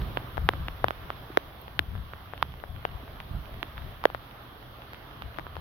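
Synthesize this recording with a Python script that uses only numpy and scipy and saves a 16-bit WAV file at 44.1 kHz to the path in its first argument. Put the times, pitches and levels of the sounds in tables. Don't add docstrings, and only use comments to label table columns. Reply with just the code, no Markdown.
import sys
import numpy as np
from scipy import signal
from scipy.fft import rfft, irfft, next_fast_len
from scipy.io import wavfile
from scipy.ndimage import uniform_filter1d, minimum_filter1d, map_coordinates

SR = 44100
rng = np.random.default_rng(int(sys.argv[2]) if len(sys.argv) > 2 else 0)


def transcribe(signal):
    frames = np.atleast_2d(signal).T
    limited = np.clip(frames, -1, 1)
    pcm = np.round(limited * 32767).astype(np.int16)
    wavfile.write(sys.argv[1], SR, pcm)


N = 247106

# crest in seconds, buffeting in dB, length in seconds, left over right in dB.
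GUSTS = [(0, -31, 0.11, -5), (0.436, -28.5, 0.1, 6), (0.61, -34.5, 0.18, 3.5), (0.858, -35.5, 0.063, 3),
         (1.035, -47.5, 0.062, 9), (1.803, -43.5, 0.1, 8), (1.954, -31.5, 0.099, 8), (2.464, -42, 0.11, -3),
         (2.724, -38.5, 0.1, 9), (2.935, -42, 0.064, 15), (3.346, -31.5, .085, -5.5), (3.55, -40, 0.069, 0),
         (3.832, -42, 0.1, 12), (5.255, -37.5, 0.054, 7), (5.6, -45, .1, 12)]
# time in seconds, buffeting in dB.
BREEZE = [(0, -34), (0.28, -44.5), (0.7, -45), (1.15, -48), (1.5, -52.5), (1.8, -44), (2.3, -48),
          (2.9, -45.5), (3.65, -48.5), (4.0, -45.5), (4.2, -53), (5.0, -50.5), (5.6, -44.5)]
# frequency in Hz, density in dB.
BUFFET_SPECTRUM = [(15, -6.5), (25, -4.5), (45, -1.5), (64, 1), (95, -4.5), (125, -9.5), (155, -9.5),
                   (230, -23), (400, -40), (900, -95)]
# time in seconds, rush in dB before a fixed lift and a random wobble.
CROWN_LEVELS = [(0.0, -45), (0.5, -47.5), (1.64, -49.5), (2.35, -50.5), (3.9, -47.5), (4.1, -49.5),
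                (5.6, -50)]
# frequency in Hz, density in dB.
RUSH_SPECTRUM = [(40, -15), (95, -10), (120, 14), (145, -3), (280, -2), (500, -4.5), (690, -1), (870, -4.5),
                 (1180, -2), (1700, -8), (2500, -13.5), (3350, -9.5), (5000, -23.5), (9000, -43.5)]
# frequency in Hz, density in dB.
HISS_SPECTRUM = [(3000, -51), (6500, -75), (8500, -9.5), (10000, -6.5), (12500, 3.5), (14300, -1),
                 (16000, -1.5)]
# frequency in Hz, left-right correlation from 0 to 1.
PORT_LIKENESS = [(150, .9), (380, .77), (950, .22), (2400, 0), (15000, 0)]
# frequency in Hz, left over right in dB.
PORT_BALANCE = [(150, -0.5), (400, 1), (950, -4.5), (2400, -3.5), (6000, 2.5), (13000, -5)]
# start in seconds, tick level in dB, left over right in dB, lag of the far port
# in ms, brightness in dB per octave, snap in dB, panel ring in Hz, ring in dB relative to the tick level.
DROPS = [(0.1725, -5.5, -8, 0.44, -4.5, 6.5, 397, -50), (0.3718, -19, 18, .3, -1.5, 2, 300, -19),
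         (0.379, -11.5, 18, 0.42, -2.5, -11, 766, -14), (0.4895, 8.5, 6.5, .05, 3, -0.5, 448, -20),
         (0.5358, -17, -10, .05, -0.5, -9, 298, -14), (0.684, -13.5, 4, .08, 2.5, 4.5, 290, -18.5),
         (0.8431, 1, 24, 0.28, -2, -8, 700, -17), (0.8837, -10, -4.5, 0.22, 1.5, 3.5, 298, -21),
         (0.9074, -11, -6.5, 0.33, 0, -5, 740, -22), (1.1034, -15, -0.5, 0.22, -1.5, 2, 1220, -5),
         (1.3727, 5.5, 6, 0.53, 0.8, -3, 418, -14.5), (1.6806, -23.5, 6, 0.37, -5, 10, 905, -16),
         (1.7925, 1, 11.5, 0.44, 6.5, -2, 298, -25), (2.1351, -26, 0, 0.29, -5, 3, 1220, 1),
         (2.3358, -18, 14, .05, -2.5, -7, 1510, -39), (2.4268, -4, -7, .05, 4.5, -1.5, 1070, -3.5),
         (2.6385, -18.5, 21, 0.49, -3, -13, 930, -20), (2.852, -6, 7, 0.36, -2.5, 3.5, 775, -21),
         (3.2023, -25, 2, 0.26, 3, -16, 2130, 1.5), (3.6295, -9.5, -12, 0.095, 4, 1.5, 332, -20),
         (3.7793, -25.5, 20, 0.29, 7, 3, 1320, 0.5), (4.0395, -17, 15, 0.18, 6, -10, 1030, 1),
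         (4.0544, 2.5, 3.5, 0.6, 2, -2, 508, -3.5), (4.1014, -21, 5, 0.27, -3.5, 0, 1130, -18),
         (4.1478, -12.5, 13, 0.2, -0.5, -7, 655, -15), (4.9338, -25.5, -3.5, 0.26, 6.5, -8, 895, -11),
         (5.2217, -18.5, -6.5, 0.25, 4, -2.5, 1320, -30), (5.3864, -14, 13, 0.57, 0, -6, 333, -15),
         (5.3957, -20.5, 13, 0.4, 0.5, -7, 306, -17.5), (5.4671, -27, 0, 0.26, -6, 2, 1150, 1.5),
         (5.5672, -20.5, 11, 0.2, -3, -27, 2730, -12)]
# frequency in Hz, relative level in dB.
IMPACT_SPECTRUM = [(60, -12), (200, -15), (380, -3), (750, 3.5), (1600, 1), (2300, -6.5), (3300, -8),
                   (4800, -24), (6500, -36.5), (8000, -31), (10000, -43), (12500, -27.5), (16000, -49)]
# start in seconds, peak in dB, pitch in Hz.
BUMPS = [(1.301, -34, 316), (3.032, -38.5, 243), (4.524, -42, 275)]


def buffeting():
    rise, fall = 0.45, 0.54
    eddy_db, eddies_per_s = 1.5, 12
    t = np.arange(N) / SR
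    breeze_db, = curves(BREEZE)
    power = np.ones((2, 1)) * amp(breeze_db) ** 2
    for crest_s, db, length_s, lean_db in GUSTS:
        width_s = length_s * np.where(t < crest_s, rise, fall)
        swell = np.exp(-((t - crest_s) / width_s) ** 2)
        port_db = db + np.array([[lean_db], [-lean_db]]) / 2
        power = power + swell * amp(port_db) ** 2
    rumble = airy(BUFFET_SPECTRUM, [(40, 1.0), (80, 0.98), (150, 0.69)], patchy_db=1.4)
    strength = np.sqrt(np.abs(uniform_filter1d(np.mean(rumble ** 2, axis=0), size=4000)) + 1e-6)
    flutter = amp(eddy_db * wobble(eddies_per_s))
    return rumble / strength * np.sqrt(power) * flutter


def crowns():
    hiss_db, hiss_fade_db_per_s = -11, 0.28
    level_db, = curves(CROWN_LEVELS)
    rush_gain = amp(level_db + 1.5 + 0.57 * wobble(3.7))
    rush = rush_gain * airy(RUSH_SPECTRUM, PORT_LIKENESS, patchy_db=1.38)
    hiss_gain = amp(level_db + hiss_db - hiss_fade_db_per_s * np.arange(N) / SR)
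    hiss = hiss_gain * airy(HISS_SPECTRUM, PORT_LIKENESS, patchy_db=0.3)
    sides = np.array([1, -1])[:, None]
    return filtered(rush + hiss, lambda hz: amp(sides * along(PORT_BALANCE, hz) / 2))


def splashes(rows):
    through_case_s = 0.0011
    out = np.zeros((2, N))
    for s, db, lean_db, lag_ms, bright_db, snap_db, ring_hz, ring_db in rows:
        near = int(lean_db < 0)
        later = s + lag_ms / 1000
        add(out[near], s, amp(db) * tick(bright_db, snap_db))
        for port in out:
            add(port, s, amp(db + 0.6 * bright_db - 43) * spatter())
        far = amp(db - abs(lean_db)) * tick(bright_db, snap_db)
        add(out[1 - near], later, far)
        add(out[1 - near], s + through_case_s, amp(-14.5) * far)
        panel = amp(db + ring_db) * ring(ring_hz, cycles=3.3)
        add(out[0], later, amp(-13.5) * panel)
        add(out[1], later, panel)
    return out


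def tick(bright_db, snap_db, size=1024):
    hz = np.fft.rfftfreq(size, 1 / SR)
    octaves = np.log2(np.clip(hz, 350, 3500) / 1000)
    port = np.exp(-(np.log2((hz + 1) / 3100) / 0.45) ** 2)
    knots = np.geomspace(200, 16000, num=24)
    ripple_db = np.interp(hz, knots, rng.normal(0, 1.6, len(knots)))
    return causal(along(IMPACT_SPECTRUM, hz) + bright_db * octaves + snap_db * port + ripple_db)


def spatter(t60=0.011, size=512):
    decay = amp(-60 * np.arange(size) / SR / t60)
    return np.diff(rng.standard_normal(size + 1)) * decay


def ring(hz, cycles, size=2048):
    turns = hz * np.arange(size) / SR
    decay = amp(-60 * turns / cycles)
    bend = np.sin(2 * np.pi * turns) * decay * (1 - np.exp(-turns)) ** 2
    wave = np.gradient(bend)
    return wave / np.abs(wave).max()


def droplets(count=56):
    faintest_db, range_db = -36.5, 8.5
    width_db, bright_range_db = 26, 10
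    lowest_hz, range_hz = 500, 900
    rows = []
    for when, weight, side, speed, spot in rng.random((count, 5)):
        db = faintest_db + range_db * weight ** 2
        lean_db = width_db * (side - 0.5)
        lag_ms = abs(side - 0.5)
        bright_db = bright_range_db * (speed - 0.3)
        ring_hz = lowest_hz + range_hz * spot
        rows.append((when * N / SR, db, lean_db, lag_ms, bright_db, 2, ring_hz, -16))
    return splashes(rows)


def bumps():
    out = np.zeros(N)
    for s, db, hz in BUMPS:
        add(out, s, amp(db) * ring(hz, cycles=5.0))
    return out


def spit(s=1.6155, db=-41, hz=13900, size=200):
    out = np.zeros(N)
    add(out, s, np.hanning(size) * rng.standard_normal(size))
    port_gain = amp(db + np.array([[0], [8.5]]))
    return port_gain * filtered(out, lambda f: np.exp(-((f - hz) / 1500) ** 2))


def airy(spectrum, alike, patchy_db):
    z = signal.stft(rng.standard_normal((2, N)), nperseg=512)[2]
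    field = uniform_filter1d(rng.standard_normal(z.shape[1:]), size=5, axis=0)
    field = uniform_filter1d(field, size=16, axis=1)
    pair = signal.istft(z * amp(patchy_db * unit(field)))[1][:, :N]

    def mid_side(hz):
        turn = np.arccos(np.clip(along(alike, hz), -1, 1)) / 2
        return amp(along(spectrum, hz)) * np.array([np.cos(turn), np.sin(turn)])

    mid, side = filtered(pair, mid_side)
    return unit(np.array([mid + side, mid - side]))


def wobble(rate):
    return map_coordinates(rng.standard_normal(int(N * rate / SR) + 4), [np.arange(N) * rate / SR])


def curves(rows):
    s, *cols = np.transpose(rows)
    return [np.interp(np.arange(N) / SR, s, c) for c in cols]


def along(points, hz):
    f, v = np.transpose(points)
    return np.interp(np.log(hz + 1), np.log(f + 1), v)


def causal(db):
    cepstrum = irfft(np.log(amp(db)))
    half = len(cepstrum) // 2
    fold = np.r_[1, np.full(half - 1, 2), np.zeros(half)]
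    pulse = irfft(np.exp(rfft(cepstrum * fold)))
    return pulse / np.abs(pulse).max()


def filtered(x, response):
    m = next_fast_len(N + SR // 2)
    return irfft(rfft(x, m) * response(np.fft.rfftfreq(m, 1 / SR)), m)[..., :N]


def add(track, s, sound):
    room = track[max(0, round(s * SR)):][:len(sound)]
    room += sound[:len(room)]


def amp(db):
    return 10 ** (np.asarray(db) / 20)


def unit(x):
    return x / np.sqrt(np.mean(x ** 2) + 1e-20)


def scene():
    return buffeting() + crowns() + splashes(DROPS) + droplets() + bumps() + spit()


def record(dry):
    ceiling = 0.9
    needed = ceiling / np.maximum(np.abs(dry), ceiling)
    limited = dry * uniform_filter1d(minimum_filter1d(needed, size=15), size=15)
    dip_db, dip_hz, width_hz = -16.0, 7786, 1105
    low_hz, top_hz = 23.5, 15900

    def microphone(hz):
        dip = amp(dip_db * np.exp(-((hz - dip_hz) / width_hz) ** 2))
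        return dip * hz ** 2 / np.hypot(hz ** 2, low_hz ** 2)

    coloured = filtered(limited, microphone)
    return filtered(coloured, lambda hz: 1 / np.sqrt(1 + (hz / top_hz) ** 200))


dry = scene()
out = record(dry)
transcribe(out)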